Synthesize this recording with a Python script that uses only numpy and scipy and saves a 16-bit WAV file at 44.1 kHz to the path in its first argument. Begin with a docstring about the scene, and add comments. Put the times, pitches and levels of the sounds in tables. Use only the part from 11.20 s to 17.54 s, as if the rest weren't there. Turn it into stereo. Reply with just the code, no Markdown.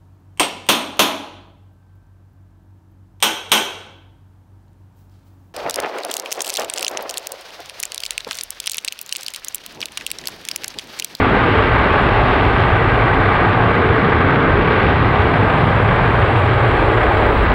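"""0 s: a rocket engine roars on a far test stand, dulled by the air, doubled by a bounce off near ground;
a katydid, two crickets, a faint high hiss and the camera's thin whine run under it. 0.1-4 s: steep fronts crack.
1.3-5.9 s: grass rustles and snaps. 5.7-6 s: the whine grows. 6.26 s: the katydid stops.
Jet, grass and hiss are shaped noise, cracks are shaped impulses, insects are chirps, the whine is a sine.
Gain control holds the roar level throughout."""
import sys
import numpy as np
from scipy import signal
from scipy.fft import rfft, irfft, next_fast_len
from scipy.io import wavfile
from scipy.ndimage import uniform_filter1d, minimum_filter1d, map_coordinates

SR = 44100
rng = np.random.default_rng(int(sys.argv[2]) if len(sys.argv) > 2 else 0)


def persist_wave(psi):
    """Save psi, clipped to +-1, as 16-bit WAV."""
    counts = np.round(np.clip(psi, -1, 1) * 32767).astype(np.int16)
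    wavfile.write(sys.argv[1], SR, np.atleast_2d(counts).T)


N = 279594


def amp(db):
    """dB to amplitude factor."""
    return 10 ** (np.asarray(db) / 20)


def unit(x):
    """x at rms 1."""
    return x / np.sqrt(np.mean(x ** 2) + 1e-20)


def along(points, hz):
    """Each column after the frequency, read on a log axis."""
    f, *cols = np.transpose(points)
    return [np.interp(np.log(hz + 1), np.log(f + 1), c) for c in cols]


def curves(rows):
    """One value per sample for each column after the time."""
    s, *cols = np.transpose(rows)
    return [np.interp(np.arange(N) / SR, s, c) for c in cols]


def wobble(rate_hz):
    """Smooth random curve through rate_hz knots a second."""
    knots = rng.standard_normal(int(N * rate_hz / SR) + 4)
    return map_coordinates(knots, [np.arange(N) * rate_hz / SR])


def filtered(x, response):
    """x times a complex response of frequency."""
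    m = next_fast_len(N + 8192)
    return irfft(rfft(x, m) * response(np.fft.rfftfreq(m, 1 / SR)), m)[..., :N]


def shaped(x, spectrum, floor_hz=0.79):
    """x through a spectrum closed to -120 dB at both ends."""
    closed = [(floor_hz, -120)] + list(spectrum) + [(SR / 2, -120)]
    return filtered(x, lambda hz: amp(along(closed, hz)[0]))


def coloured(x, spectrum):
    """Shaped x at rms 1."""
    return unit(shaped(x, spectrum))


def turbulence(patchy_db):
    """Two unrelated noises sharing time-frequency patches of random gain."""
    z = signal.stft(rng.standard_normal((2, N)), nperseg=1024)[2]
    field = rng.standard_normal(z.shape[1:])
    field = uniform_filter1d(field, size=10, axis=0)
    field = uniform_filter1d(field, size=12, axis=1)
    return signal.istft(z * amp(patchy_db * unit(field)), nperseg=1024)[1][:, :N]


# jet strength on arrival: t/s, level/dB
THRUST = [(0, -5.5), (1.4, -7.5), (2.2, -7), (3.3, -4.5), (3.8, -6), (4.3, -7), (5.2, -9), (5.7, -10.5),
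          (6.34, -7)]
# ground path strength: t/s, level/dB
BOUNCE_LEVEL = [(0, -12.5), (.8, -15.5), (1.5, -11), (2.5, -10), (3.3, -13), (4, -10), (4.6, -21),
                (5.3, -12.5), (6.34, -21)]


def jet():
    """Roar as a direct and a scattered wave; a delayed, duller ground path combs the spectrum."""
    delay_s, low_hz, high_hz = 0.002558, 297, 1880
    thrust_db, = curves(THRUST)
    bounce_db, = curves(BOUNCE_LEVEL)
    roar = upper_roar() + deep_roar() + boom()

    def ground(hz):
        """Delay; the middle of the roar returns best."""
        lowpass = 1 / (1 + (hz / high_hz) ** 4)
        highpass = 1 / (1 + (low_hz / (hz + 1)) ** 4)
        return np.exp(-2j * np.pi * hz * delay_s) * lowpass * highpass

    echo = filtered(roar, ground)
    return amp(thrust_db) * (amp(-19.5) * (roar + amp(bounce_db) * echo) + cracks())


# band spectra: f/Hz, level/dB per Hz
BODY_SPECTRUM = [(240, -32.5), (320, -2.5), (440, 0.5), (520, -3), (610, -1), (660, -4.5), (830, -5.5),
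                 (950, -12.5), (1300, -27)]
RUSH_SPECTRUM = [(650, -39.5), (900, -1), (1200, 1.5), (1400, -0.5), (1630, 0), (1780, -3.5), (2000, -5.5),
                 (2300, -9), (3200, -41.5)]
SIZZLE_SPECTRUM = [(1700, -12.5), (2300, -2.5), (2700, 1), (3300, -3), (4000, -11), (5000, -24.5),
                   (6000, -38), (7000, -49.5), (9000, -78.5)]
# upper band drift: t/s, lower body level/dB, upper body level/dB, rush level/dB, sizzle level/dB
UPPER_DRIFT = [(0, 0, -0.5, -0.5, -11), (.6, -1, -1, -1, -12.5), (1.1, -2, 2.5, -1.5, -9),
               (1.6, -1, -0.7, -0.5, -12.5), (2.3, -2, 3, 0.9, -12), (2.7, 1.5, -1, 0, -12.5),
               (3.1, 2, 0.5, 1.5, -13), (3.6, 2.2, 0, 0.5, -10), (4.3, -4.5, -0.5, -4.5, -15),
               (4.7, -2, 0.6, -1.7, -13.5), (5.2, -1, 0.5, -2, -12.5), (5.8, 2, 1.5, -2, -13),
               (6.34, -3.5, -1.5, -5, -16)]


def upper_roar():
    """Fine turbulence in body, rush and sizzle; sparse steep shocks add crackle to the top two."""
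    split_hz, shocks_per_s = 550, 150
    lower_db, upper_db, rush_db, sizzle_db = curves(UPPER_DRIFT)
    eddies = amp(0.85 * wobble(120) + 0.082 * wobble(25))  # shakes all upper bands together
    fine = eddies * turbulence(patchy_db=0.5)
    hits = rng.random(N) < shocks_per_s / SR
    shocks = unit(hits * rng.exponential(1, N) * rng.choice([-1, 1], N))

    body = coloured(fine, BODY_SPECTRUM)
    below = filtered(body, lambda hz: 1 / (1 + (hz / split_hz) ** 12))
    rush = coloured(fine + amp(-13.5) * shocks, RUSH_SPECTRUM)
    sizzle = coloured(fine + amp(-10.5) * shocks, SIZZLE_SPECTRUM)
    roar = amp(lower_db) * below + amp(upper_db) * (body - below)
    return roar + amp(rush_db) * rush + amp(sizzle_db) * sizzle


# band spectra: f/Hz, level/dB per Hz
DEEP_SPECTRUM = [(15, -33), (25, -20.5), (33, -5.5), (41, 4), (50, -8), (60, 5.5), (75, -16.5),
                 (100, -28.5)]
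GROWL_SPECTRUM = [(100, -36.5), (132, -0.5), (160, -4), (190, -4.5), (215, -20.5), (270, -39.5)]
LOW_SPECTRUM = [(150, -27), (195, 1), (260, 4), (315, -0.5), (350, -11.5), (450, -39.5)]
# low band swell: t/s, deep rumble level/dB, growl level/dB, low roar level/dB
LOW_SWELL = [(0, 1, -5, 0.5), (.4, -6.5, -11.5, -7.5), (.9, -2.5, -8.5, -5.5), (1.6, -4.5, -7.5, -8.5),
             (2.2, -3.5, -4.5, -5.5), (2.8, -13, -3.5, -2.5), (3.3, -7, -1.5, -2), (4.4, -11.5, -6, -7.5),
             (4.8, -5, -4.5, -8), (5.2, -7.5, -12, -10.5), (6.0, 0.5, -13, -9.5), (6.34, 1, -10.5, -7.5)]


def deep_roar():
    """Coarse turbulence: rumble, growl and low roar swell and sink separately."""
    spectra = DEEP_SPECTRUM, GROWL_SPECTRUM, LOW_SPECTRUM
    roar = 0
    for level_db, spectrum in zip(curves(LOW_SWELL), spectra):
        roar = roar + amp(level_db) * coloured(turbulence(patchy_db=0.6), spectrum)
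    return roar


# boom spectra, lower and higher form: f/Hz, level/dB per Hz
BOOM_LOWER = [(50, -36), (70, -0.5), (100, 2.5), (114, 0.5), (132, -8), (170, -40)]
BOOM_HIGHER = [(60, -33), (85, -3), (113, 4), (124, -2), (138, -16.5), (180, -35)]
# boom surge and drift: t/s, level/dB, higher-form power share/0-1
BOOM_DRIFT = [(0, -5.5, 0.6), (.6, -2.5, 0), (1.2, 1, 0.37), (1.7, 0.5, 0.75), (2.3, 1.5, 0.46),
              (3, -1.5, 0.05), (3.3, 0.5, .2), (3.8, 2.5, 0.21), (4.15, -1, .2), (4.4, -3, 0.5),
              (4.65, -0.5, 0.96), (4.85, -2.5, 0.95), (5.05, -0.5, 0.7), (5.18, 3, 0.97), (5.3, 4.5, 1),
              (5.7, -1, 0.53), (6.05, -0.5, 0.2), (6.34, -8.5, 0.25)]


def boom():
    """Narrow low noise that surges and crossfades at equal power between two spectra."""
    level_db, share = curves(BOOM_DRIFT)
    share = np.clip(share, 0, 1)
    lower = coloured(turbulence(patchy_db=3.0), BOOM_LOWER)
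    higher = coloured(turbulence(patchy_db=0.7), BOOM_HIGHER)
    return amp(level_db) * (np.sqrt(1 - share) * lower + np.sqrt(share) * higher)


# steepest fronts: t/s, level/dB
CRACK_TIMES = [(0.0983, -7), (1.4057, -3), (1.5016, -5), (1.8124, -6), (3.016, -6), (3.1095, -4),
               (3.2284, -4), (3.693, -4), (4.022, -4)]
# front spectrum: f/Hz, level/dB
FRONT_SPECTRUM = [(1000, -26.5), (2000, 3.5), (3500, 4), (5000, -13.5), (6500, -23), (8000, -40),
                  (10000, -70)]


def cracks():
    """Single steep fronts as shaped impulses: faint ticks above the roar."""
    blows = np.zeros(N)
    s, db = np.transpose(CRACK_TIMES)
    blows[np.round(s * SR).astype(int)] = -amp(db)
    return shaped(blows, FRONT_SPECTRUM, floor_hz=0.97)


# microphone pair: f/Hz, scattered re direct level/dB, left minus right level/dB, left lead/rad
MIC_PAIR = [(420, -39, -1.5, 0.032), (900, -20, 1, 0.21), (1300, -15, -1, 0.19), (1750, -12, -3, 0.59),
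            (2100, -5, -3, 0.41), (3060, -10.5, 1, 1.38), (3200, -20.5, 4.5, 0.77), (3980, -9.5, 0.8, 0.38),
            (4900, -8, -2.5, 0.9), (5500, -4.5, 0, 0.67), (7000, -3, -4.5, 0.3)]


def heard(waves):
    """Direct sound reaches both ports alike, up to balance and lead; scattered sound splits them."""
    direct, scattered = waves

    def scatter(hz):
        return amp(along(MIC_PAIR, hz)[0])

    def tilt(hz):
        _, balance_db, lead_rad = along(MIC_PAIR, hz)
        return amp(balance_db / 2) * np.exp(.5j * lead_rad)

    split = filtered(scattered, scatter)
    left = filtered(direct + split, tilt)
    right = filtered(direct - split, lambda hz: 1 / tilt(hz))
    return np.array([left, right])


def strokes(count, duty, top_hz, fall_hz, bend, scatter_db):
    """Wing strokes: one falling chirp in each whole step of the running stroke count."""
    stroke = np.floor(count).astype(int)
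    u = np.clip((count - stroke) / duty, 0, 1)
    chance = rng.standard_normal((stroke.max() + 1, 2))[stroke]  # loudness and pitch, per stroke
    hz = top_hz * (1 + 0.0086 * chance[:, 1]) - fall_hz * u ** bend
    phase = 2 * np.pi * np.cumsum(hz) / SR
    return unit(np.sin(np.pi * u) * amp(scatter_db * chance[:, 0]) * np.sin(phase))


def smeared(x, t60_s):
    """Leaves scatter a call differently toward each port: two decaying noise tails."""
    t = np.arange(SR // 8) / SR
    tail = rng.standard_normal((2, len(t))) * amp(-60 * t / t60_s)
    return unit(signal.fftconvolve(x[None], tail, axes=1)[:, :N])


# katydid wing strokes: t/s, rate/Hz
BUZZ_RATE_HZ = [(0.0, 112), (0.08, 111), (3.18, 110), (3.51, 109), (6.24, 109)]


def katydid():
    """Fast wing-stroke chirps, louder on the right and later on the left, until they stop."""
    end_s, left_lag_s = 6.255, .00007
    t = np.arange(N) / SR
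    beats = np.cumsum(curves(BUZZ_RATE_HZ)[0]) / SR
    buzz = strokes(beats, duty=.8, top_hz=9750, fall_hz=1500, bend=.6, scatter_db=1.2) * (t < end_s)
    lag_s = np.array([[left_lag_s], [0]])
    direct = filtered(buzz, lambda hz: np.exp(-2j * np.pi * hz * lag_s))
    return amp([[-71.5], [-65]]) * direct + amp(-77) * smeared(buzz, t60_s=.04)


def crickets():
    """Two slower, lower wing-stroke trills: near one to the left, far one to the right."""
    t = np.arange(N) / SR
    near = strokes(32.07 * t + .62, duty=.55, top_hz=7670, fall_hz=600, bend=5, scatter_db=1.5)
    far = strokes(34.5 * t, duty=.55, top_hz=7620, fall_hz=850, bend=3.5, scatter_db=2)
    direct = near * amp([[-71.5], [-76.5]]) * [[1], [-1]]  # opposite polarity at the ports
    direct = direct + far * amp([[-81], [-77]])
    return direct + amp(-79) * smeared(near + far, t60_s=.06)


# rustles: t/s, level/dB, decay time constant/s
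RUSTLES = [(1.345, -69, .03), (4.35, -67, .02), (4.825, -66, .03), (4.925, -68, 0.037), (4.99, -68, .02),
           (5.10, -66, .025), (5.165, -61, 0.046), (5.48, -68, .04), (5.82, -67, .03)]
# dry stalk snaps: t/s, level/dB
SNAPS = [(1.4087, -69), (1.715, -68), (2.106, -68), (2.745, -67), (3.014, -65), (3.1078, -62),
         (3.2455, -68), (3.4705, -66), (3.6243, -61), (4.8105, -68), (4.9212, -68), (4.999, -65),
         (5.1542, -67)]
# grass spectrum: f/Hz, level/dB per Hz
GRASS_SPECTRUM = [(5000, -27.5), (7000, 9), (8500, 11), (10000, 6), (12000, -10), (14300, -10.5),
                  (14600, -52.5)]


def grass():
    """Dry noise in short flickering rustles, and snaps with instant onset and fast decay."""
    rise_s, snap_decay_s = .012, .005
    t = np.arange(N) / SR
    swell, snaps = np.zeros(N), np.zeros(N)
    for s, db, decay_s in RUSTLES:
        after = np.maximum(t - s, 0)
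        swell += amp(db) * (1 - np.exp(-after / rise_s)) * np.exp(-after / decay_s)
    for s, db in SNAPS:
        after = np.maximum(t - s, 0)
        snaps += amp(db) * (t >= s) * np.exp(-after / snap_decay_s)
    noise = coloured(rng.standard_normal((2, N)), GRASS_SPECTRUM)
    return (swell * amp(2.2 * wobble(300)) + snaps) * noise


def whine():
    """The camera's thin sine, unsteady in phase and level, louder late on."""
    whine_hz = 15716
    t = np.arange(N) / SR
    tone = np.sin(2 * np.pi * whine_hz * t + .5 * wobble(30)) * amp(1.5 * wobble(25))
    swell_db = np.interp(t, [5.7, 6.0], [0, 8.5])
    return tone * amp(swell_db) * amp([[-78], [-87]])


# hiss spectrum: f/Hz, level/dB per Hz
HISS_SPECTRUM = [(5000, -8), (6700, -3.5), (8000, 4), (10000, -10.5), (10600, -4), (11500, -7.5),
                 (14300, -9), (14600, -22.5), (15800, -17)]


def hiss():
    """Faint high hiss, flickering in patches: shaped noise with random gain over time and frequency."""
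    return amp(-78.5) * coloured(turbulence(patchy_db=4.0), HISS_SPECTRUM)


def scene():
    """Sum of all sources at the two ports."""
    return heard(jet()) + katydid() + crickets() + grass() + whine() + hiss()


def record(dry):
    """Gain control lifts faint sounds as the roar eases; then mono bass, peak limiter, band limit."""
    slow_s, quick_s, mono_hz, ceiling, top_hz = .25, 0.033, 410, .9, 15830
    power = np.mean(dry ** 2, axis=0)
    slow = np.abs(uniform_filter1d(power, int(slow_s * SR)))
    quick = np.abs(uniform_filter1d(power, int(quick_s * SR)))
    wet = dry * amp(-12.5) / np.sqrt(slow) * (quick / slow) ** -.12

    mid, side = (wet[0] + wet[1]) / 2, (wet[0] - wet[1]) / 2
    side = filtered(side, lambda hz: 1 / (1 + (mono_hz / (hz + 1)) ** 16))
    wet = np.array([mid + side, mid - side])

    # limiter: gain ducks smoothly around the tallest peaks
    needed = np.minimum(1, ceiling / (np.abs(wet).max(axis=0) + 1e-9))
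    held = minimum_filter1d(needed, size=401)
    wet = wet * uniform_filter1d(uniform_filter1d(held, size=200), size=200)
    return filtered(wet, lambda hz: hz < top_hz)


dry = scene()
out = record(dry)
persist_wave(out)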